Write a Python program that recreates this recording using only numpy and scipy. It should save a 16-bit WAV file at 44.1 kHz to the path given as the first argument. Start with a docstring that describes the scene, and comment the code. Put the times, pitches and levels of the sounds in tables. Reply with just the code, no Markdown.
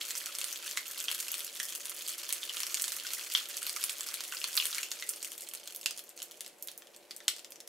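"""A dense, bright crackle over a steady hiss thins out to lone, sharp clicks: a frozen rubber balloon
thaws above a foam bucket on a table top and swells back to shape. Each stiff crease snaps open as a
jolt plus a ragged noise tear, ringing a patch of rubber and coloured by the balloon's lobes.
Blurred first echoes and a diffuse tail make the small room; shaped noise and soft tones make a distant fan."""
import sys
import numpy as np
from scipy import signal
from scipy.fft import rfft, irfft, next_fast_len
from scipy.io import wavfile

SR = 44100
rng = np.random.default_rng(int(sys.argv[2]) if len(sys.argv) > 2 else 0)


def log_audio(samples):
    """Write samples as a 16-bit WAV file to the path given in sys.argv[1]."""
    # one column per channel
    frames = np.atleast_2d(samples).T
    # limit to full scale, then quantise
    limited = np.clip(frames, -1, 1)
    pcm = np.round(limited * 32767).astype(np.int16)
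    wavfile.write(sys.argv[1], SR, pcm)


N = 338675

# Snaps that stand out, loud ones and faint late ones; energy before the lobes and the thaw colour them,
# treble is above 6 kHz, thud below: start_s, pitch_hz, energy_db, treble_over_thud_db
SINGLE_SNAPS = [(0.1067, 7540, -10.5, 4), (0.1526, 6000, -13.5, 3.5), (0.176, 8050, -13.5, 26),
                (0.2665, 1500, -18, 2.5), (0.29, 1380, -21.5, -10), (0.351, 4870, -13, 7.5),
                (0.386, 8700, -10, 9.5), (0.414, 2900, -11, 2.5), (0.4422, 9000, -8, 8.5),
                (0.5271, 5900, -13, 10), (0.67, 9350, -16, 9), (0.7114, 5700, -13.5, 9.5),
                (0.773, 2060, -5.5, -1), (1.002, 7340, -11, 20), (1.083, 3400, -10, -11),
                (1.114, 10500, -7.5, 6), (1.147, 10510, -13.5, 10), (1.2017, 9000, -11.5, 13),
                (1.2824, 2700, -12.5, 6), (1.3174, 12450, -8.5, 24), (1.3415, 8500, -10.5, 3.5),
                (1.393, 12400, -14.5, 7), (1.4054, 10500, -15, 5), (1.4462, 11300, -13, 16),
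                (1.6, 1840, -7.5, 0.5), (1.7509, 2830, -12.5, 10), (1.8554, 10300, -13, 11),
                (1.8959, 10420, -13.5, 12), (2.077, 8100, -15, 10), (2.0824, 10940, -12, 24),
                (2.092, 7970, -12, 10), (2.291, 12060, -11.5, 7.5), (2.326, 9800, -3.5, 13),
                (2.4313, 3240, -17, -14), (2.5686, 2870, -13.5, -1), (2.6034, 10100, -10, 7),
                (2.6325, 5700, -9.5, 2.5), (2.6669, 5500, -12, 6), (2.7438, 7100, -4, 8.5),
                (2.7715, 6750, -13.5, 1), (2.7973, 6500, -12.5, 0), (2.8204, 9100, -4.5, 31),
                (2.8408, 8400, -8, 5), (2.8801, 4500, -9.5, 7), (2.92, 8000, -10.5, 4.5),
                (3.0675, 5810, -13.5, 0), (3.1343, 9600, -8.5, 10), (3.338, 11600, -12.5, 18),
                (3.3503, 3370, -2, -12.5), (3.3731, 2820, -11.5, 0), (3.5692, 4400, -12.5, 11),
                (3.629, 9100, -10.5, 10), (3.6664, 12600, -9.5, 5.5), (3.6946, 4660, -10, 6),
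                (3.7629, 1250, -11, 4.5), (3.8292, 4830, -14, 3), (3.8392, 9500, -3, 11.5),
                (3.8948, 4130, -11.5, 1), (4.0077, 7700, -10, 8.5), (4.0873, 5170, -14.5, 6),
                (4.1409, 10200, -9.5, 9), (4.2061, 7440, -13, 2.5), (4.2378, 7800, -15.5, 7),
                (4.3227, 1460, -12.5, -5.5), (4.3477, 1340, -16, 8), (4.4153, 2730, -16.5, -4),
                (4.4411, 3300, -8, -1), (4.5422, 14380, -16, 7), (4.5677, 13220, -4.5, 20),
                (4.575, 4180, -4, -7), (4.5997, 2880, -8, -19), (4.6239, 2680, -13.5, -8),
                (4.6543, 9350, -5.5, 8.5), (4.6668, 10800, -10, 21), (4.728, 3800, -14.5, -2),
                (4.7469, 4340, -12, 6.5), (4.7821, 2160, -9, 0), (4.8306, 2780, -10.5, 2),
                (4.916, 3700, -9.5, 5), (5.024, 2000, -13, -5), (5.091, 9000, -4.5, 19),
                (5.136, 5200, -20, 3), (5.2279, 4570, -13, 10.5), (5.2465, 8760, -12, 8),
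                (5.3183, 12020, -17.5, 8), (5.3793, 8300, -17, 12), (5.408, 9220, -18, 16),
                (5.42, 8010, -18.5, 12), (5.488, 7700, -16.5, 14), (5.5367, 13400, -14.5, 13),
                (5.55, 8900, -15.5, 9), (5.638, 10600, -28, 9), (5.6568, 8780, -27, 6),
                (5.675, 6850, -18.5, 15), (5.724, 9690, -24, 19), (5.7479, 13820, -18.5, 14),
                (5.7609, 11500, -14.5, 16), (5.8307, 3560, -24.5, 2), (5.8596, 2720, -3, 1),
                (5.9086, 4900, -13.5, 7), (5.9757, 9800, -18, 13), (5.982, 5430, -22, 6),
                (5.992, 10900, -17.5, 6.5), (6.092, 8610, -23, 22), (6.176, 6740, -24, 5),
                (6.1893, 5270, -25, 2), (6.2015, 2950, -24.5, 0), (6.2196, 3900, -16, 4.5),
                (6.2278, 10600, -15.5, 21), (6.311, 11710, -24, 7), (6.3175, 3380, -26, 7),
                (6.4073, 10000, -14, 8.5), (6.4465, 2750, -27, 1), (6.4627, 9150, -20.5, 3.5),
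                (6.478, 12000, -25, 12), (6.625, 12300, -14, 22), (6.6734, 12450, -16.5, 16),
                (6.6846, 3940, -20, -3.5), (6.715, 9900, -24, 11), (6.7772, 12900, -19.5, 33),
                (6.821, 1770, -29, -3), (6.8707, 2780, -32, 4), (6.9466, 2740, -32.5, 3),
                (6.963, 7940, -26, 11), (7.1091, 4500, -19, -2), (7.1638, 8650, -18.5, 19),
                (7.2036, 1900, -25.5, -3), (7.2807, 3760, 0.5, 3), (7.364, 4940, -22, 6),
                (7.383, 4640, -26, 3), (7.393, 7540, -24, 4), (7.446, 5130, -22, 2.5),
                (7.5058, 12960, -25.5, 19), (7.5206, 5200, -22, 7), (7.558, 5380, -27, 6),
                (7.6034, 5260, -22, 6), (7.6754, 5120, -21, 8.5)]
# Level curve of the small crackle: time_s, level_db
CRACKLE_LEVEL = [(0.0, -42), (0.36, -45), (1.22, -42), (1.45, -44.5), (2.54, -43), (2.76, -42.5),
                 (2.87, -43), (3.27, -41), (4.28, -46), (4.66, -41), (5.18, -50), (5.86, -54.5),
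                 (5.99, -56), (6.99, -69), (7.16, -64), (7.34, -65), (7.68, -80)]
# Soft rubber snaps less often and thinner: time_s, creases_per_s, low_band_db
THAW_CURVE = [(4.8, 450., 2), (5.6, 150., 0.5)]
# Low, middle and high band of a snap: from_hz, to_hz
SNAP_BANDS = [(1030, 2500), (2500, 6000), (6000, 15000)]
# How strongly and clearly a patch rings at its pitch: pitch_hz, ring_db, sharpness (centre over width)
PATCH_RING = [(1500, 21, 9.7), (3300, -1.5, 8.5), (6000, 3.5, 6)]
# A large, low-ringing patch puts more of its thud in the lowest band: pitch_hz, low_over_middle_db
THUD_SPLIT = [(1500, 2), (2200, 0.5), (2750, -10), (4500, -9), (6500, -7), (12000, -9.5)]
# Swollen balloon lobes: centre_hz, width_hz, boost_db
LOBES = [(3340, 920, 7), (4340, 520, 8.5)]
# First echoes: delay_s, left_db, right_db
FIRST_ECHOES = [(.0055, -19, -8.5), (.0065, -12.5, -30), (.0081, -14, -17.5), (.0096, -21, -27.5),
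                (0.0116, -16, -37), (0.0174, -22, -39)]
# Room tail, energy before its band filter: centre_hz, t60_s, energy_db
ROOM_TAIL = [(1420, 0.21, -3.5), (2750, 0.23, -7), (6800, 0.38, -12.5), (14300, 0.15, -3)]
# Relative spectrum of fan air and hiss: pitch_hz, density_db (per Hz)
FAN_SPECTRUM = [(80, -23.5), (120, -23), (170, -13.5), (300, -5.5), (560, 0), (680, -5), (1270, -13.5),
                (2300, -11.5), (5300, -18.5), (12700, -20.5), (16500, -33)]
# Wavering fan tones, rms before the fan's pan: pitch_hz, width_hz, level_db
FAN_TONES = [(465, 7, -76.5), (584, 13, -70.5), (717, 6, -76)]

# Snap timing: swell, main slip, second slip, rustle
SIZE = 384  # samples in one burst
SWELL_S, SWELL_DB = 0.0012, -7  # length and level of the soft swell that leads into each snap
RISE_S, FALL_S = 0.0003, 0.00055
SLIP_S, SLIP_DB = 0.0009, -4  # typical delay and level of the second slip
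AFTER_S, AFTER_DB = 0.002, -13  # decay time and level of the faint rustle
KICK = 1.44  # strength of the clean jolt against the ragged tear

# Snap tone
PURE_RING = 0.6  # ring dB gained per dB of treble below the thud
PURE_TILT = 0.23  # dull snaps are purer rings: low band dB gained per dB of treble
OVERTONE, OVERTONE_DB = 1.81, -9.5  # second ring of a large patch: pitch ratio, level
OVERTONE_TILT = 0.44  # second ring dB gained per dB of treble
LARGE_HZ = 4500  # patches that ring above this lose the second ring
DULL_HZ = 8100  # dull snaps fall off above this

# Snap placement
PAN_DB, PAN_SPREAD_DB = -1, 2.1  # left over right: mean, spread
PLACES = 5  # spots on the balloon, each with its own path through the room
SPREAD_RING_DB, SPREAD_RAG = -2, 0.19  # towards the walls: ring trim, share of ragged detail left

# Small crackle
SMALL_LOW_HZ, SMALL_HIGH_HZ = 1340, 14000  # range of ring pitch
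SMALL_DB, SHARE_SPREAD_DB = (-11.5, -6, 1.5), 5.5  # relative energy in the three bands: mean, spread
CRACKLE_SPREAD_DB, CRACKLE_CAP_DB = 2.5, 9  # size above the smallest crease: mean before the cap, cap

# Room, fan and top edge
ECHO_BLUR_S, ECHO_ALIKE = 0.00011, 0.77
TAIL_START_S, TAIL_ALIKE = 0.0019, 0.36
FAN_DB, FAN_ALIKE = -61, 0.74  # rms of the air before its pan; left-right likeness
STEADY_HZ, STEADY_DB = 345.3, -73  # one tone holds still; rms before its pan
FAN_PAN_DB = 0.8  # left over right
TOP_HZ = 15750


def single_snaps():
    """Single creases snap: the ring pitch splits the thud into low and middle, under a given treble."""
    s, hz, db, bright_db = np.transpose(SINGLE_SNAPS)
    thud_hz, thud_low_db = np.transpose(THUD_SPLIT)
    thaw_s, _, thaw_db = np.transpose(THAW_CURVE)
    low_db = np.interp(np.log(hz), np.log(thud_hz), thud_low_db)
    low_db = low_db + np.interp(s, thaw_s, thaw_db)
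    low_db = low_db + PURE_TILT * np.minimum(bright_db, 3) * (hz > SNAP_BANDS[0][1])

    def share(over_db):
        """Share of the energy, in dB, of a part that stands over_db above the other part."""
        return -10 * np.log10(1 + undb(-2 * over_db))

    thud_db = db + share(-bright_db)
    treble_db = db + share(bright_db)
    return snaps(s, hz, bright_db, thud_db + share(low_db), thud_db + share(-low_db), treble_db)


def crackle():
    """Many small creases snap at random moments, a few much louder than the rest."""
    chance, shares = rng.random((3, 8000)), rng.standard_normal((3, 8000))
    when, per_s, thin_db = np.transpose(THAW_CURVE)
    t = np.arange(N + 1) / SR
    # random gaps, stretched as the creases get rarer
    expected_count = np.cumsum(np.interp(t, when, per_s)) / SR
    s = np.interp(np.cumsum(-np.log(1 - chance[0])), expected_count, t)
    size_db = np.minimum(-CRACKLE_SPREAD_DB * np.log(1 - chance[1]), CRACKLE_CAP_DB)
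    hz = SMALL_LOW_HZ * (SMALL_HIGH_HZ / SMALL_LOW_HZ) ** chance[2]
    low, middle, high = size_db + np.c_[list(SMALL_DB)] + SHARE_SPREAD_DB * shares
    low = low + np.interp(s, when, thin_db)
    grains = lobes(snaps(s, hz, high - middle, low, middle, high))
    # fewer creases share the same level
    each = grains * np.sqrt(per_s[0] / np.interp(t[:N], when, per_s))
    level_db = np.interp(t[:N], *np.transpose(CRACKLE_LEVEL))
    return each / each[:, 0].std() * undb(level_db)


def snaps(s, hz, bright_db, *bands_db):
    """Creases let go in two quick slips and a rustle, ringing their patches; slot 0 is direct, others echo."""
    chance = rng.standard_normal((len(s), SIZE + 2))
    f = np.fft.rfftfreq(SIZE, 1 / SR)
    envelope = tear_envelope(chance[:, 1:2])
    patch, dull = patch_ring(f, hz, bright_db), dull_edge(f, hz, bright_db)
    jolt_at = np.arange(SIZE) == round((SWELL_S + RISE_S) * SR)
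    jolt = KICK * np.sign(chance[:, 2:3]) * jolt_at
    ragged = chance[:, 2:] * envelope
    pan_db = PAN_DB + PAN_SPREAD_DB * chance[:, 0]
    spots = 1 + np.arange(len(s)) % PLACES
    onset = np.round(np.maximum(s - SWELL_S, 0) * SR).astype(int)
    slot_size = N + SIZE
    sides = 0
    for slot, ring_trim_db, rag_share in ((0, 0, 1), (spots, SPREAD_RING_DB, SPREAD_RAG)):
        tear = rfft(jolt + rag_share * ragged) * (1 + undb(ring_trim_db) * patch) * dull
        burst = 0
        for db, edges in zip(bands_db, SNAP_BANDS):
            part = irfft(tear * band(f, *edges), SIZE)
            burst = burst + part * (undb(db) / np.linalg.norm(part, axis=1))[:, None]
        start = onset + slot * slot_size
        index = (start[:, None] + np.arange(SIZE)).ravel()
        panned = [burst * undb(side * pan_db / 2)[:, None] for side in (1, -1)]
        sides = sides + np.array([np.bincount(index, x.ravel(), (PLACES + 1) * slot_size) for x in panned])
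    return np.reshape(sides, (2, PLACES + 1, -1))[..., :N]


def tear_envelope(chance):
    """A soft swell, a slip, a second slip after a varying delay and a faint rustle."""
    t = np.arange(SIZE) / SR - SWELL_S

    def slip(u):
        """One slip: quick rise, exponential fall."""
        u = np.maximum(u, 0)
        return (1 - np.exp(-u / RISE_S)) * np.exp(-u / FALL_S)

    later = SLIP_S * np.exp(0.33 * chance)
    swell = undb(SWELL_DB) * (1 + t / SWELL_S) ** 2
    rustle = undb(AFTER_DB) * np.exp(-t / AFTER_S)
    return slip(t) + undb(SLIP_DB) * slip(t - later) + np.where(t < 0, swell, rustle)


def patch_ring(f, hz, bright_db):
    """A patch of rubber resonates at its own pitch; a large one adds a second, higher ring."""
    at_hz, ring_db, sharp = np.transpose(PATCH_RING)
    pitch, sharp = hz[:, None], np.interp(hz, at_hz, sharp)[:, None]
    second = undb(OVERTONE_DB + OVERTONE_TILT * np.minimum(bright_db, 8))[:, None]
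    second = second / (1 + (pitch / LARGE_HZ) ** 6)
    patch = ring(f, pitch, sharp) + second * ring(f, OVERTONE * pitch, sharp)
    strength_db = np.interp(hz, at_hz, ring_db) + PURE_RING * np.clip(-bright_db, 0, 10)
    return patch * undb(strength_db)[:, None]


def dull_edge(f, hz, bright_db):
    """Dull snaps lose treble; treble over 3 dB lifts the edge dB for dB, and a high ring lifts it too."""
    edge = np.maximum(DULL_HZ * undb(np.maximum(bright_db - 3, 0)), 2 * hz)
    return 1 / (1 + 1j * f / edge[:, None]) ** 3


def lobes(x):
    """The swollen lobes of the balloon resonate and colour every snap."""
    return shaped(x, lambda f: 1 + sum((undb(db) - 1) * ring(f, c, c / w) for c, w, db in LOBES))


def room():
    """Table and walls answer with blurred first echoes, then a diffuse tail that dies band by band."""
    t = np.arange(SR // 2) / SR
    out = np.zeros((2, len(t)))
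    for s, *db in FIRST_ECHOES:
        blur = np.exp(-((t - s) / ECHO_BLUR_S) ** 2) * pair(len(t), ECHO_ALIKE)
        out += undb(db)[:, None] * blur / np.sqrt((blur ** 2).sum(axis=1, keepdims=True))
    for hz, t60, db in ROOM_TAIL:
        fall = np.clip(t / TAIL_START_S - 1, 0, 1) * undb(-60 * t / t60)
        noise = pair(len(t), TAIL_ALIKE) * fall / np.sqrt((fall ** 2).sum())
        out += undb(db) * shaped(noise, lambda f: ring(f, hz, 0.84))
    return out


def fan():
    """Distant fan and hiss: steady broad noise, narrow noise bands as wavering tones, one steady sine."""
    hz, db = np.transpose(FAN_SPECTRUM)
    air = shaped(pair(N, FAN_ALIKE), lambda f: undb(np.interp(np.log(f + 1), np.log(hz), db)))
    out = air / air.std() * undb(FAN_DB)
    for c, w, tone_db in FAN_TONES:
        tone = shaped(pair(N, FAN_ALIKE), lambda f: ring(f, c, c / w))
        out += tone / tone.std() * undb(tone_db)
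    out += np.sqrt(2) * undb(STEADY_DB) * np.sin(2 * np.pi * STEADY_HZ * np.arange(N) / SR)
    return out * undb([[FAN_PAN_DB / 2], [-FAN_PAN_DB / 2]])


def undb(db):
    """dB to gain."""
    return 10 ** (np.asarray(db) / 20)


def ring(f, hz, sharp):
    """Causal response of one resonance, gain about 1 at its centre."""
    return 1 / (1 + 1j * sharp * (f / hz - hz / (f + 1)))


def band(f, lo_hz, hi_hz):
    """Response of a causal band-pass with steep edges."""
    b, a = signal.butter(3, [lo_hz, hi_hz], "band", analog=True)
    return signal.freqs(b, a, f)[1]


def shaped(x, gain):
    """Colour x by gain(Hz)."""
    n = next_fast_len(x.shape[-1] + 4096)
    return irfft(rfft(x, n) * gain(np.fft.rfftfreq(n, 1 / SR)), n)[..., :x.shape[-1]]


def pair(n, alike):
    """Left and right noise that share a part: alike is their correlation."""
    mid, side = rng.standard_normal((2, n))
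    alike = np.clip(alike, 0, 1)
    return np.sqrt((1 + alike) / 2) * mid + np.sqrt((1 - alike) / 2) * side * np.array([[1], [-1]])


def scene():
    """Direct snaps, their echoes from each spot of the balloon, and the fan under them."""
    rubber = lobes(single_snaps()) + crackle()
    echoes = sum(signal.fftconvolve(rubber[:, 1 + k], room(), axes=1)[:, :N] for k in range(PLACES))
    return rubber[:, 0] + echoes + fan()


def record(dry):
    """A steep low-pass cuts the top of the treble."""
    return signal.sosfilt(signal.ellip(10, .2, 60, TOP_HZ, fs=SR, output="sos"), dry)


dry = scene()
out = record(dry)
log_audio(out)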